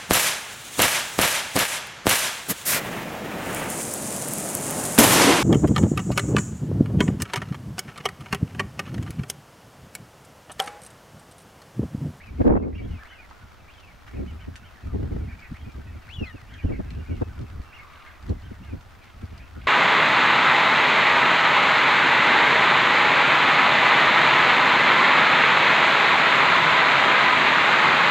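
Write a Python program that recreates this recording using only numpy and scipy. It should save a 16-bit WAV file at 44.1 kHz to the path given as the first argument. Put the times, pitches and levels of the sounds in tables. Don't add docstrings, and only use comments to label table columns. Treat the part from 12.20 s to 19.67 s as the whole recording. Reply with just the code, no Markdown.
import sys
import numpy as np
from scipy import signal
from scipy.fft import rfft, irfft, next_fast_len
from scipy.io import wavfile
from scipy.ndimage import uniform_filter1d, minimum_filter1d

SR = 44100
rng = np.random.default_rng(int(sys.argv[2]) if len(sys.argv) > 2 else 0)


def output_pcm(signal):
    pcm = np.clip(np.atleast_2d(signal).T, -1, 1) * 32767
    wavfile.write(sys.argv[1], SR, np.round(pcm).astype(np.int16))


N = 329427
TIME = np.arange(N) / SR


def drake():
    # t/s, f/Hz, relative level/dB
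    whee_oo = [(3.88, 1390, -50), (3.905, 2660, -49), (3.931, 3050, -49), (3.94, 3405, -47),
               (3.96, 3350, -45), (3.966, 3010, -49.5), (3.987, 2844, -50), (3.996, 2854, -43.5),
               (4.021, 2714, -52), (4.029, 2664, -43), (4.051, 2510, -43), (4.057, 2166, -48),
               (4.116, 1794, -48)]
    # f/Hz, gain/dB
    throat = [(3400, 0), (4300, 13), (5100, -2)]
    voice = whistles([whee_oo], breath=.015, shimmer_db=2, edge_s=.004, waver=.006)
    call = filtered(voice, lambda hz: amp(along(throat, hz)))
    echo = amp(-5) * scatter(call, fade_s=.14)
    far_bank = amp(-12.5) * np.pad(call, (int(.135 * SR), 0))[:N]
    return placed(call, left_db=8) + echo + far_bank


def whistles(calls, breath, shimmer_db, edge_s, waver):
    out = np.zeros(N)
    hiss = wobble(600) + 1j * wobble(600)
    buzz_hz = 464.6 * np.exp(wobble(60) / 10)
    buzz = np.sin(2 * np.pi * np.cumsum(buzz_hz) / SR)
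    rasp = np.sqrt(1 - breath) + np.sqrt(breath) * (.6 * hiss + .75 * buzz)
    shimmer = amp(shimmer_db * np.minimum(wobble(70), .5))
    pitch_drift = 1 + waver * wobble(90)
    for call in calls:
        s, hz, db = np.transpose(call)
        on = slice(*np.searchsorted(TIME, [s[0] - edge_s, s[-1] + edge_s]))
        t = TIME[on]
        phase = 2 * np.pi * np.cumsum(np.interp(t, s, hz) * pitch_drift[on]) / SR
        fade = np.clip(1 + np.minimum(t - s[0], s[-1] - t) / edge_s, 0, 1)
        octave = amp(-22) * np.exp(2j * phase)
        tone = np.imag(rasp[on] * (np.exp(1j * phase) + octave))
        out[on] += np.sqrt(2) * fade * amp(np.interp(t, s, db)) * unit(shimmer[on]) * tone
    return out


def flock():
    # t/s, f/Hz, relative level/dB, rise/s, fall/s
    thin_whistles = [ (0.041, 2600, -50, 0.079, 0.057), (.435, 2140, -43.5, .011, 0.013),
                     (0.57, 2845, -44.5, .039, 0.018), (.588, 2293, -44, 0.0084, 0.021),
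                     (0.646, 3324, -57, 0.035, 0.15), (.901, 3050, -53.5, .05, .155),
                     (1.535, 3390, -58, 0.0713, .18), (3.151, 2540, -52, .034, 0.0049),
                     (3.195, 2357, -49.5, .01, .08), (3.405, 3265, -56, 0.059, 0.027),
                     (3.464, 2560, -54, 0.012, .05), (4.32, 3210, -55, 0.051, 0.067),
                     (4.378, 2476, -49.5, .013, 0.047), (4.435, 2950, -55.5, 0.0186, 0.072),
                     (4.52, 2244, -46.5, 0.023, 0.047), (4.77, 2930, -56, .025, .04),
                     (4.88, 2470, -52, 0.011, 0.052), (4.919, 2870, -56, .025, .06),
                     (5.595, 2180, -44.5, .01, 0.032), (6.445, 2870, -55, .015, 0.082), ]
    # t/s, f/Hz, relative level/dB
    yelps = [(.812, 1794, -47), (.932, 2110, -48), (1.959, 2660, -52.5), (2.089, 2996, -53),
             (2.221, 3045, -53.5), (2.463, 3140, -54.5), (3.104, 2480, -50.5), (3.24, 2586, -51),
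             (4.334, 2160, -48.5), (5.555, 2880, -47), (5.88, 2140, -47), (6.255, 3190, -58),
             (7.22, 2570, -53)]
    arches = [whistle_path(*row) for row in thin_whistles]
    hooks = [path for row in yelps for path in yelp_paths(*row)]
    calls = whistles(arches, breath=.21, shimmer_db=6, edge_s=.008, waver=.017)
    calls += whistles(hooks, breath=.12, shimmer_db=3, edge_s=.008, waver=.014)
    return amp(-3.5) * calls + amp(-7.5) * scatter(calls, fade_s=.25)


def whistle_path(top_s, top_hz, db, rise_s, fall_s):
    rise_hz_per_s, fall_hz_per_s, round_s = 34000, 7800, .018
    t = np.linspace(-rise_s, fall_s)
    below_hz = np.where(t < 0, rise_hz_per_s, fall_hz_per_s) * (np.hypot(t, round_s) - round_s)
    swell_db = .006 * below_hz
    taper_db = 3.5 * (t / np.where(t < 0, rise_s, fall_s)) ** 2
    return np.transpose([top_s + t, top_hz - below_hz, db + swell_db - taper_db])


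def yelp_paths(top_s, top_hz, db):
    half_s, drop_hz, taper_db = .028, 607.6, 3.5
    position = np.linspace(-1, 1)
    s = top_s + half_s * position
    hz = top_hz - drop_hz * position ** 2
    level = db - taper_db * position ** 2
    return np.transpose([s, hz, level]), np.transpose([s, .75 * hz, level - 5])


def chatter(count=190):
    calls = []
    for when, pitch, bend, softness in rng.random((count, 4)):
        s = when ** .75 * TIME[-1]
        hz = 1200 * 2.3 ** pitch
        db = -57 - 8 * softness - 5 * pitch
        calls.append([(s, hz, db), (s + .0496, hz * (1 - .225 * bend), db)])
    notes = whistles(calls, breath=.15, shimmer_db=3, edge_s=.015, waver=.012)
    return notes + .5 * scatter(notes, fade_s=.063)


def wind():
    # t/s, flutter level/dB, thump level/dB, length/s
    swirls = [(0.212, -15.5, -21, 0.024), (0.286, -10, -32, 0.052), (0.32, -10.5, -14.5, 0.069),
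              (0.364, -9.5, -18.5, 0.035), (0.446, -20, -26, 0.11), (0.634, -32, -38, 0.078),
              (0.72, -42.5, -31, 0.047), (1.249, -62, -42, 0.037), (2.002, -30.5, -30.5, 0.084),
              (2.286, -31.5, -34, 0.017), (2.749, -28, -25, 0.037), (2.821, -32, -30, 0.094),
              (2.921, -28.5, -40, 0.018), (2.967, -27, -45, 0.0084), (3.079, -45, -32.5, 0.024),
              (3.14, -53, -33.5, 0.021), (3.324, -51, -29.5, 0.036), (3.482, -41, -36, 0.027),
              (3.584, -41.5, -35, 0.047), (3.757, -40.5, -36, 0.012), (3.988, -49, -29, 0.0087),
              (4.023, -27.5, -26, 0.024), (4.151, -39.5, -37, 0.019), (4.455, -25.5, -17, 0.021),
              (4.513, -26.5, -29.5, 0.052), (4.603, -24.5, -35, 0.018), (4.781, -35, -31.5, 0.035),
              (4.922, -28.5, -26.5, 0.041), (5.023, -16.5, -21, 0.016), (5.219, -39, -31.5, 0.049),
              (5.401, -32, -27.5, .011), (6.11, -26.5, -22, 0.035), (6.319, -37, -31, 0.015),
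              (6.541, -29, -30, 0.024), (7.04, -40, -29.5, 0.029), (7.125, -46, -35, 0.021),
              (7.376, -40, -33.5, 0.026)]
    # f/Hz, relative level/dB
    rumble_colour = [(20, -15.5), (75, 2.5), (100, -2.5), (130, -14), (250, -19), (1000, -87)]
    flutter_colour = [(40, -27), (130, -7), (235, 4), (320, 0), (430, -4), (500, -10.5), (1300, -36),
                      (8000, -112)]
    crackle_colour = [(300, -13), (460, 13.5), (1000, -1), (2000, -16), (7000, -74)]
    gust_db = gust_level()
    puff_db = 4.5 * np.minimum(wobble(24), 1)
    thumps = swells([(s, db, length) for s, _, db, length in swirls])
    pressure = steadied(noise(rumble_colour, alike=.99), span_s=.0341)
    rumble = np.hypot(amp(gust_db + puff_db), thumps) * pressure
    gust_force = amp(1.5 * gust_db + 2 * puff_db + 1.5)
    swirl_force = swells([(s, db, length) for s, db, _, length in swirls])
    force = np.hypot(gust_force, swirl_force)
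    lumps = unit(amp(3 * np.minimum(wobble(70), .5)))
    flutter = force * lumps * steadied(noise(flutter_colour, alike=-.61), span_s=.0092)
    grain = unit(amp(4 * wobble(300)))
    crackle = force ** 1.586 * grain * noise(crackle_colour, alike=-.52)
    return rumble + flutter + crackle


def gust_level():
    # start/s, length/s, level/dB
    gusts = [(0.162, 0.56, -29.5), (1.956, 0.4, -38), (2.682, 0.37, -31.5), (3.43, 1, -40.5),
             (4.46, 0.926, -36), (6.044, 0.53, -37), (6.967, 0.6, -40.5)]
    rise_db_per_s, sag_db_per_s, fall_db_per_s, calm_db = 237, 4, 146, -55.5
    power = amp(calm_db) ** 2
    for start, length, db in gusts:
        age = TIME - start
        drop_db = (rise_db_per_s * np.maximum(-age, 0)
                   + sag_db_per_s * np.maximum(age, 0)
                   + fall_db_per_s * np.maximum(age - length, 0))
        power = power + amp(db - drop_db) ** 2
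    return 10 * np.log10(power)


def ticks_and_rustles(faint_count=30):
    # t/s, level/dB, f/Hz
    crack_and_ticks = [(.216, -40.5, 1880), (1.11, -37, 980), (1.879, -38.5, 1700), (2.3563, -39.5, 2890),
                       (2.3605, -45, 6000), (4.705, -40.5, 3000), (5.851, -51, 2600), (6.093, -45.5, 4500),
                       (7.177, -48, 4330)]
    # t/s, level/dB, length/s
    rustles = [(5.8, -55.5, 0.33), (6.89, -55.5, 0.1), (7.17, -59, 0.18), (7.44, -53, 0.11)]
    # f/Hz, relative level/dB
    rustle_colour = [(400, -32), (1250, -3), (2200, 11), (4000, -1), (12000, -50)]
    faint_ticks = [(np.sqrt(when) * TIME[-2], -50.5 - 9 * softness, 3800)
                   for when, softness in rng.random((faint_count, 2))]
    snaps = np.zeros(N)
    for s, db, hz in crack_and_ticks + faint_ticks:
        start = np.searchsorted(TIME, s)
        age = TIME[start:start + SR // 10] - s
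        band = signal.butter(2, [hz / 1.93, hz * 1.31], "bandpass", fs=SR, output="sos")
        snap = unit(signal.sosfilt(band, rng.standard_normal(len(age))))
        snaps[start:start + len(age)] += amp(db) * snap * amp(-60 * age / .021)
    grain = unit(amp(3.3 * wobble(160)))
    rustle = swells(rustles) * grain * noise(rustle_colour, alike=.83)
    return snaps + scatter(snaps, fade_s=.093) + rustle


def land():
    # f/Hz, relative level/dB
    hush_colour = [(70, 4.5), (135, -11.5), (300, -7.5), (480, -12), (680, -7.5), (1400, -13.5),
                   (3600, -22), (6000, -27), (8500, -34), (15000, -35)]
    # f/Hz, likeness (1 = the same)
    hush_alike = [(70, 0.16), (300, 0.072), (1400, 0.78)]
    # t/s, level/dB, length/s
    hush_swells = [(5.7, -54.5, 0.73)]
    # f/Hz, relative level/dB
    swell_colour = [(600, -19), (1200, 9), (2600, -38)]
    crackle_colour = [(700, -7), (1300, 6), (6000, -16.5), (12000, -27)]
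    hush = amp(-51) * noise(hush_colour, hush_alike)
    swell = swells(hush_swells) * noise(swell_colour, alike=.81)
    grain = unit(amp(2 * wobble(16) + 3.7 * wobble(230)))
    crackle = amp(-57.5) * grain * noise(crackle_colour, alike=.43)
    return hush + swell + crackle


def scatter(x, fade_s):
    t = TIME[:SR // 2]
    onset = 1 - np.exp(-t / .00079)
    tail = rng.standard_normal((2, len(t))) * amp(-60 * t / fade_s) * onset
    return signal.fftconvolve(x[None], tail / np.linalg.norm(tail[0]), axes=1)[:, :N]


def amp(db):
    return 10 ** (np.asarray(db) / 20)


def unit(x):
    return x / np.sqrt(np.mean(x ** 2) + 1e-20)


def along(points, hz):
    f, values = np.transpose(points)
    return np.interp(np.log(hz + 1), np.log(f + 1), values)


def wobble(rate):
    points = rng.standard_normal(int(TIME[-1] * rate) + 2)
    smooth = signal.resample(points, 10 * len(points))
    return np.interp(TIME * rate * 10, np.arange(len(smooth)), smooth)


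def filtered(x, response):
    size = next_fast_len(N + SR // 2)
    hz = np.fft.rfftfreq(size, 1 / SR)
    return irfft(rfft(x, size) * response(hz), size)[..., :N]


def noise(colour, alike):
    def response(hz):
        likeness = np.clip(along(alike, hz) if np.ndim(alike) else np.full_like(hz, alike), -1, 1)
        return amp(along(colour, hz)) * np.sqrt([1 + likeness, 1 - likeness])
    mid, side = filtered(rng.standard_normal((2, N)), response)
    return unit(np.array([mid + side, mid - side]))


def steadied(x, span_s):
    power = uniform_filter1d(np.mean(x ** 2, axis=0), int(span_s * SR))
    return x / np.sqrt(np.abs(power) + 1e-6)


def swells(rows):
    power = 0
    for s, db, length in rows:
        distance = 2 * (TIME - s) / length
        bell = .5 ** np.minimum(distance ** 2, 20)
        power = power + (amp(db) * bell) ** 2
    return np.sqrt(power)


def placed(x, left_db):
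    return x * amp([[left_db / 2], [-left_db / 2]])


def gain_control(x, threshold_db, max_cut_db, hold_s, recover_db_per_s):
    peak_db = 20 * np.log10(np.abs(x).max(axis=0) + 1e-9)
    excess_db = np.clip(peak_db - threshold_db, 0, max_cut_db)
    hold = int(hold_s * SR)
    cut_db = -minimum_filter1d(-excess_db, hold, origin=(hold - 1) // 2)
    recovery_db = recover_db_per_s * TIME
    return x * amp(recovery_db - np.maximum.accumulate(cut_db + recovery_db))


def scene():
    return drake() + flock() + chatter() + wind() + ticks_and_rustles() + land()


def record(dry):
    held = gain_control(dry, threshold_db=-5, max_cut_db=9, hold_s=.15, recover_db_per_s=30.7)
    return filtered(held, lambda hz: hz < 15730)


dry = scene()
out = record(dry)
output_pcm(out)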